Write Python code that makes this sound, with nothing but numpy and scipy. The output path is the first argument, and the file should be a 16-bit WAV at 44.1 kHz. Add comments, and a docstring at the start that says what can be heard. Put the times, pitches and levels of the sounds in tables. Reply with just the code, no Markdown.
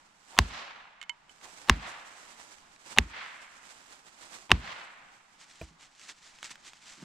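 """A hatchet wedged in a billet is swung down on a stump four times, in bare winter woods.
Each blow is a bank of decaying modes with torn-fibre noise, a stump thump and a noise echo from the trees;
two faint humming ticks are heard just before it. A padded jacket rubs, with soft high swishes between and
just after the blows (grainy noise with fine ticks), and the billet rushes through the air.
A split-off stick clinks on stones in ringing modes; then the billet is set down with a knock and handled,
among snaps and soft thuds of shaped noise. A faint hush of coloured noise lies under it all."""
import sys
import numpy as np
from scipy import signal
from scipy.fft import rfft, irfft, next_fast_len
from scipy.io import wavfile
from scipy.ndimage import map_coordinates

SR = 44100
rng = np.random.default_rng(int(sys.argv[2]) if len(sys.argv) > 2 else 0)


def wav_record(signal):
    """Record a signal, one row per channel, as 16-bit PCM in the file named by sys.argv[1]."""
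    frames = np.transpose(np.atleast_2d(signal))
    bounded = np.clip(frames, -1, 1)
    # unit amplitude maps onto the largest positive 16-bit level
    quanta = np.round(bounded * 32767).astype(np.int16)
    wavfile.write(sys.argv[1], SR, quanta)


N = 310464
TIME = np.arange(N) / SR
SHORT = TIME[:SR // 2]  # time axis of one struck sound, s


def amp(db):
    """Decibels to gain."""
    return 10 ** (np.asarray(db) / 20)


def unit(x):
    """Scaled to rms 1."""
    return x / np.sqrt(np.mean(x ** 2) + 1e-20)


def along(points, hz):
    """(f/Hz, value) points read on a log frequency axis."""
    f, v = np.transpose(points)
    return np.interp(np.log(hz + 1), np.log(f + 1), v)


def pan(db):
    """Left and right gains for a level difference; positive leans left."""
    return amp(np.array([[db], [-db]]) / 2)


def add(track, s, sound):
    """Mix a sound into a track at time s."""
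    part = track[:, round(s * SR):][:, :sound.shape[-1]]
    part += sound[..., :part.shape[-1]]


def wobble(rate):
    """A smooth random curve, rate knots a second."""
    knots = rng.standard_normal(int(N * rate / SR) + 4)
    return map_coordinates(knots, [TIME * rate])


def filtered(x, response):
    """x times a response of frequency."""
    n = x.shape[-1]
    m = next_fast_len(n + 8192)
    spectrum = rfft(x, m) * response(np.fft.rfftfreq(m, 1 / SR))
    return irfft(spectrum, m)[..., :n]


def spread(pair, spectrum, alike):
    """Two unrelated signals become a coloured, partly alike stereo pair of rms 1."""
    def mid_side_gains(hz):
        turn = np.arccos(np.clip(along(alike, hz), -1, 1)) / 2
        return amp(along(spectrum, hz)) * [np.cos(turn), np.sin(turn)]

    mid, side = filtered(pair, mid_side_gains)
    return unit(np.array([mid + side, mid - side]))


def burst(spectrum, t60, alike=0.98):
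    """A puff of coloured noise that starts at once and dies away exponentially."""
    noise = rng.standard_normal((2, len(SHORT)))
    return spread(noise, spectrum, [(1000, alike)]) * amp(-60 * SHORT / t60)


def ring(modes, scatter_db, colour=((1000, 0),)):
    """Struck modes, at new strengths for each blow; neighbours swing in opposite directions."""
    hz, db, t60 = np.transpose(modes)[:, :, None]
    strength_db = db + along(colour, hz) + scatter_db * rng.standard_normal(hz.shape)
    sign = (-1) ** np.arange(len(hz))[:, None]
    decay = amp(strength_db - 60 * SHORT / t60)
    return np.sum(sign * decay * np.sin(2 * np.pi * hz * SHORT), axis=0)


# spectrum of the hush: [f/Hz, relative level/dB]
AIR_SPECTRUM = [(25, 5.5), (80, -5), (200, 4), (450, -7.5), (850, 6), (1700, 1), (3500, -6), (7500, -14),
                (10000, -28), (15000, -39)]


def air():
    """The faint hush of the woods: coloured noise whose level wavers a little."""
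    hush = spread(rng.standard_normal((2, N)), AIR_SPECTRUM, [(100, 0.83), (1000, 0.16), (6000, .1)])
    return amp(-64.5 + 1.7 * wobble(8.4)) * pan(-1.5) * hush


def slides(rows, rise_share=0.93, fall_share=1.3, roundness=1.2):
    """Summed power of swishes and rubs: each swells, then falls a little more gently."""
    # rise and fall are shares of the half length; roundness 1 = pointed top, 2 = bell
    def swell(late):
        return np.exp(-np.maximum(-late / rise_share, late / fall_share) ** roundness)

    return sum((amp(db) * swell((TIME - s) / half)) ** 2 for s, db, half in rows)


def rustle(power, spectrum, alike, grain_db, flutter_db, crease_db, creases_per_s=120):
    """Cloth sliding on cloth: dense tiny slips that come in clumps, and the ticks of flipping creases."""
    slips = rng.standard_normal((2, N)) * amp(grain_db * wobble(700))
    creases = rng.laplace(size=(2, N)) * (rng.random(N) < creases_per_s / SR)
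    cloth = spread(slips + amp(crease_db) * unit(creases), spectrum, alike)
    return cloth * np.sqrt(power) * amp(flutter_db * wobble(45))


# steady rubbing of the jacket as the body moves: [t/s, relative level/dB]
BODY_MOTION = [(0, -76.5), (.13, -78.5), (.5, -66.5), (.9, -96.5), (1.25, -85), (1.5, -70), (2.45, -68.5),
               (2.68, -74), (3.2, -70), (4.72, -68), (4.95, -75.5), (5.4, -76), (5.75, -85), (7.04, -82.5)]
# soft high swishes between and just after the blows:
# [t/s of the peak, relative level/dB, nominal half length/s]
SOFT_SWISHES = [(.31, -63, 0.075), (.43, -61, .05), (1.325, -65.5, 0.024), (1.455, -60, .04),
                (1.6, -62, 0.11), (1.9, -60, 0.042), (2.08, -66.5, 0.042), (2.26, -63, 0.12),
                (2.415, -60.5, 0.051), (2.52, -62, 0.033), (2.9, -58, .07), (3.41, -70.5, .06),
                (3.73, -64, 0.097), (3.925, -59.5, 0.033), (4.075, -63, 0.023), (4.255, -59, 0.054),
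                (4.36, -56.5, 0.046)]
# steady rubbing as the hands stay busy on the standing billet: [t/s, relative level/dB]
BUSY_HANDS = [(5.78, -95.5), (5.85, -68), (6.35, -71), (7.04, -63.5)]
# a cuff rubs as the hands work: [t/s of fastest slide, relative level/dB, nominal half length/s]
CUFF_RUBS = [(5.415, -55, 0.023), (5.52, -60.5, 0.096), (5.625, -57, 0.038), (5.828, -55, 0.023),
             (6.04, -53, 0.043), (6.098, -49, 0.016), (6.25, -57, 0.066), (6.39, -59.5, 0.022),
             (6.455, -48, 0.026), (6.512, -50.5, 0.011), (6.672, -51.5, 0.027), (6.9, -52, 0.064)]
# spectra of body rubbing with swishes, and of the cuff: [f/Hz, relative level/dB]
SWISH_SPECTRUM = [(30, -9), (130, -8.5), (290, -2), (480, -3), (850, 3), (1500, 2), (4000, -3.5),
                  (8000, -2), (9200, -11.5), (11000, -15.5), (15500, -34.5)]
CUFF_SPECTRUM = [(30, -16.5), (130, -13.5), (280, -6), (480, -11), (1000, -5), (2000, 0), (4000, -1.5),
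                 (7800, -2.5), (9200, -13.5), (11000, -21), (15500, -40.5)]
# stereo spread of the same two: [f/Hz, left-right likeness]
SWISH_LIKENESS = [(100, 0.16), (290, 1), (1400, .35), (7000, 0.16), (15000, 0.1)]
CUFF_LIKENESS = [(60, 0.51), (180, 0.74), (550, 0.27), (1650, 0.97), (4970, 0.81), (15000, 0.18)]


def jacket(lag=.00025):
    """Padded nylon rubs as the body moves, amid soft high swishes, and rustles as the hands work the billet."""
    def steady(curve):
        return amp(np.interp(TIME, *np.transpose(curve))) ** 2

    left, right = rustle(steady(BODY_MOTION) + slides(SOFT_SWISHES), SWISH_SPECTRUM, SWISH_LIKENESS,
                         grain_db=1.5, flutter_db=2.1, crease_db=-15.5)
    # the right microphone hears it first
    rubbing = np.array([np.roll(left, round(lag * SR)), right])
    handling = rustle(steady(BUSY_HANDS) + slides(CUFF_RUBS), CUFF_SPECTRUM, CUFF_LIKENESS,
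                      grain_db=2.0, flutter_db=2.0, crease_db=-11.5)
    return amp(9.0) * pan(-7.0) * rubbing + amp(3.0) * pan(-1.5) * handling


# the billet rushes through the air: [t/s of the peak, level/dB, half length/s]
AIR_RUSHES = [(0.345, -52.5, 0.024), (1.464, -54, 0.045), (1.654, -58, .03), (2.909, -64, 0.027),
              (3.915, -62, 0.016), (4.425, -83.5, 0.098)]
# spectrum of the rushing air: [f/Hz, relative level/dB]
RUSH_SPECTRUM = [(40, -10), (200, -15), (450, -7), (850, 4), (1300, -5.5), (2500, -9), (8000, -30.5)]


def whooshes():
    """Air rushes round the moving billet: coloured noise in bell-shaped swells."""
    speed = sum(amp(db) * np.exp(-((TIME - s) / width) ** 2) for s, db, width in AIR_RUSHES)
    noise = rng.standard_normal((2, N))
    return pan(-2) * speed * spread(noise, RUSH_SPECTRUM, [(1000, 0.71)])


# modes of the stump on soft ground: [f/Hz, relative level/dB, t60/s]
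STUMP_MODES = [(51.6, -7.5, 0.23), (72, -3.5, 0.16), (101.5, -7, 0.075), (175, -17.5, 0.15),
               (219, -26, 0.1), (326, -19, 0.065)]
# spectrum of the shuddering soil: [f/Hz, relative level/dB]
SOIL_SPECTRUM = [(30, -13), (90, -3), (200, -3), (330, -12), (520, -23.5), (1500, -57)]


def thump(lag=.0059, rise=.0015, soil_db=-24, soil_t60=0.36):
    """The heavy stump sinks and bounces a moment after it is hit; the soil shudders under it."""
    soil = amp(soil_db) * burst(SOIL_SPECTRUM, t60=soil_t60, alike=0.93)
    bounce = soil - amp(-1.0) * ring(STUMP_MODES, scatter_db=1.5)
    return np.pad(bounce * (1 - np.exp(-SHORT / rise)), ((0, 0), (round(lag * SR), 0)))


# the blows: [t/s, crack level/dB, colour/dB at 760, 1080, 1800, 2800 and 5500 Hz,
#             level/dB of the humming ticks heard before, thump level/dB, echo level/dB]
BLOWS = [(0.3883, 1.9, 7, -0.5, -0.97, -2.5, 6.5, -27, -13, -42),
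         (1.6966, 3.2, -6, 1.5, -0.9, -1.5, 1.5, -30.5, -12, -42),
         (2.9853, 1.0, -4.5, -7, 2.6, 4, 4, -24.5, -18, -39.5),
         (4.5162, 0.5, 6, 2, 1.2, 4.5, -1, -27, -11, -41)]
# where each blow's colour is set, the lowest staying at 0 dB: [f/Hz]
BLOW_COLOUR_HZ = [400, 760, 1080, 1800, 2800, 5500]
# modes of the billet with the steel in it: [f/Hz, relative level/dB, t60/s]
BILLET_MODES = [(224, -23, 0.051), (400, -21.5, 0.035), (760, -19.5, 0.012), (1087, -9.5, 0.013),
                (1596, -0.5, 0.0041), (2200, -2, 0.0049), (2740, -2, 0.0049), (3840, -4.5, 0.0023),
                (4920, -15, 0.0046), (5750, -8, 0.0015), (7440, -15.5, 0.0025), (8800, -16, 0.0014)]
# spectrum of the tearing fibres: [f/Hz, relative level/dB]
TEAR_SPECTRUM = [(100, -18.5), (600, -3), (1100, -3.5), (3000, -5.5), (5000, -2.5), (9000, -20.5),
                 (16000, -37.5)]
# spectra of the longer and the shorter part of a humming tick: [f/Hz, relative level/dB]
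FAINT_HUM_SPECTRUM = [(60, -13.5), (400, -12.5), (650, -10.5), (950, 1.5), (1150, -6.5), (1400, -21),
                      (3000, -33.5), (12000, -59.5)]
FAINT_TICK_SPECTRUM = [(300, -9), (1500, 0.5), (3400, 0.5), (4300, -9), (5200, -18.5), (12000, -39.5)]


def humming_tick():
    """A faint humming tick: a narrow-band puff of noise with a shorter, broader one on top."""
    return burst(FAINT_HUM_SPECTRUM, t60=0.069) + burst(FAINT_TICK_SPECTRUM, t60=0.02)


def chops(tick_gap=.0106, ground=0.36, ground_delay=.00108, first_tick_db=-13.5):
    """The billet's crack with tearing fibres, then the stump; two faint humming ticks are heard before it."""
    out = np.zeros((2, N))
    for s, db, *colour_db, tick_db, thump_db, _ in BLOWS:
        colour = list(zip(BLOW_COLOUR_HZ, [0, *colour_db]))
        crack = amp(db) * ring(BILLET_MODES, scatter_db=0.65, colour=colour)
        # the ground returns the crack a millisecond later, which makes it hollow
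        crack = crack + ground * np.interp(SHORT - ground_delay, SHORT, crack, left=0)
        fibres = amp(-16) * burst(TEAR_SPECTRUM, t60=.019, alike=.5)
        add(out, s, pan(-1.2) * (crack + fibres))
        add(out, s - tick_gap, amp(tick_db) * humming_tick())
        add(out, s - 2 * tick_gap, amp(tick_db + first_tick_db) * humming_tick())
        add(out, s, amp(thump_db) * thump())
    return out


# the woods answer each blow: [t/s of the swell's top after it, low colour/dB, high colour/dB,
#                             near trunks level/dB]
WOODS_ANSWERS = [(.18, 2.5, 4.5, 0), (0.165, 2, -1.5, 2.5), (0.22, -4.5, -5, -6), (0.18, 0.5, 0, 0)]
# spectrum of the scattered echo: [f/Hz, relative level/dB]
TREES_SPECTRUM = [(40, -20), (150, -11.5), (400, -12.5), (650, -2.5), (1000, 1.5), (2000, 1.5), (3200, -4),
                  (4600, -8.5), (7000, -19), (10000, -38), (15000, -51)]
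# stereo spread of the echo: [f/Hz, left-right likeness]
ECHO_LIKENESS = [(100, 0.13), (290, 1), (640, 0.5), (1400, 0.1), (3100, .5), (6800, 0.0061)]
# fading of the tree line's answer: [f/Hz, t60/s]
ECHO_FADE = [(100, 0.5), (500, 1.2), (1200, 1.49), (2500, 1.32), (5000, 0.69), (10000, .7)]


def forest(swell_db=13, near_t60=0.51, far_db=-15, far_t60=2.8):
    """Near trunks scatter each crack at once; the tree line answers in a swell and the hillside lingers."""
    out = np.zeros((2, N))
    for (s, *_, echo_db), (arrival, low_db, high_db, near_db) in zip(BLOWS, WOODS_ANSWERS):
        # trunks stand in clumps, so their reflections arrive unevenly
        clumps = amp(.4 * wobble(35) + 1.1 * wobble(180))[:2 * SR]
        scatter = spread(rng.laplace(size=(2, 2 * SR)) * clumps, TREES_SPECTRUM, ECHO_LIKENESS)
        hz, t, z = signal.stft(scatter, SR, nperseg=256)
        colour = amp(along([(700, low_db), (2000, 0.0024), (6000, high_db)], hz))[:, None]
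        fade = along(ECHO_FADE, hz)[:, None]  # the middle of the band lasts longest
        late = np.maximum(t - arrival, 0)  # seconds since the top of the swell
        swell = amp(-swell_db * (2 * np.maximum(1 - t / arrival, 0)) ** 2)
        tree_line = swell * amp(-60 * late / fade)
        # far_t60 holds where the fade is slowest
        hillside = swell * amp(far_db - 60 * late / (far_t60 * fade / fade.max()))
        trunks = amp(near_db - 60 * t / near_t60)
        envelope = np.sqrt(trunks ** 2 + tree_line ** 2 + hillside ** 2)
        echo = signal.istft(z * colour * envelope, SR, nperseg=256)[1]
        add(out, s, amp(echo_db) * pan(-1.6) * echo)
    return out


# the flying stick lands and tumbles: [t/s, ring level/dB, tick level/dB, lower modes' colour/dB]
STICK_CLINKS = [(1.0148, -35, -40, 0), (1.0275, -56, -38.5, 12), (1.0353, -49, -49, 6),
                (1.095, -23, -36, 0), (1.2946, -45.5, -51.5, -12)]
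# modes of the loose stick: [f/Hz, relative level/dB, t60/s]
STICK_MODES = [(956, -23.5, 0.14), (2150, -5.5, 0.052), (3016, -5.5, 0.054), (4450, -18, 0.027),
               (7110, -13, 0.018)]
# spectrum of a snap or a contact tick: [f/Hz, relative level/dB]
SNAP_SPECTRUM = [(200, -37), (700, -10), (1200, 4), (2800, 6), (5000, -8), (7500, -5), (9500, -18),
                 (15000, -38.5)]


def stick():
    """The split-off stick rings as it meets the stones on the right; where it is struck sets its colour."""
    out = np.zeros((2, N))
    for s, ring_db, tick_db, low_db in STICK_CLINKS:
        note = ring(STICK_MODES, scatter_db=1.2, colour=[(2200, low_db), (2900, 0)])
        tick = burst(SNAP_SPECTRUM, t60=0.017)
        add(out, s, amp(ring_db) * note + amp(tick_db) * tick)
    return out * pan(-10)


# small snaps of splinters and twigs: [t/s, relative level/dB]
TWIG_SNAPS = [(1.413, -40.5), (2.7615, -38.5), (6.0916, -33.5), (6.387, -38), (6.429, -21.5), (6.4498, -30),
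              (6.4955, -36), (6.5199, -34), (6.5565, -35.5), (6.734, -36)]
# the billet is set down on the stump: [t/s, knock level/dB, thump level/dB]
SET_DOWNS = [(5.6138, -32.5, -34.5)]
# modes of its end grain on the stump: [f/Hz, relative level/dB, t60/s]
END_GRAIN_MODES = [(153, -2.5, 0.042), (320, -17.5, 0.2), (580, -4, 0.018), (1390, -14, 0.029),
                   (2450, -3.5, 0.02)]
# spectrum of the dull knock: [f/Hz, relative level/dB]
DULL_SPECTRUM = [(40, -26), (200, -7), (600, 3.5), (1000, -8), (2600, -15), (5000, -24), (14000, -34.5)]
# soft thuds as the billet rocks and a boot lands: [t/s, level/dB]
SOFT_THUDS = [(5.706, -57), (6.975, -49.5), (7.017, -37.5)]
# spectrum of the soft thuds: [f/Hz, relative level/dB]
BOOT_SPECTRUM = [(40, -30), (110, -24.5), (165, 13.5), (240, 1), (340, 1.5), (480, -14), (1500, -16),
                 (9000, -44)]


def small_contacts():
    """Splinters and twigs snap; the billet is set down with a dull knock and rocks; a boot lands softly."""
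    out = np.zeros((2, N))
    for s, db in TWIG_SNAPS:
        add(out, s, amp(db - 7) * burst(SNAP_SPECTRUM, t60=0.012))
    for s, knock_db, thump_db in SET_DOWNS:
        knock = ring(END_GRAIN_MODES, scatter_db=0.2) + amp(-8.5) * burst(DULL_SPECTRUM, t60=0.071)
        add(out, s, amp(knock_db) * knock)
        add(out, s, amp(thump_db) * thump())
    for s, db in SOFT_THUDS:
        soft_onset = 1 - np.exp(-SHORT / 0.0074)
        add(out, s, amp(db) * burst(BOOT_SPECTRUM, t60=0.17) * soft_onset)
    return out * pan(-1.2)


def scene():
    """All sources at the two microphones."""
    return air() + jacket() + whooshes() + chops() + forest() + stick() + small_contacts()


def record(dry, top_hz=15900):
    """Peaks beyond full scale clip; a steep low-pass closes the band."""
    clipped = np.clip(dry, -1, 1)
    return filtered(clipped, lambda hz: 1 / (1 + (hz / top_hz) ** 80))


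dry = scene()
out = record(dry)
wav_record(out)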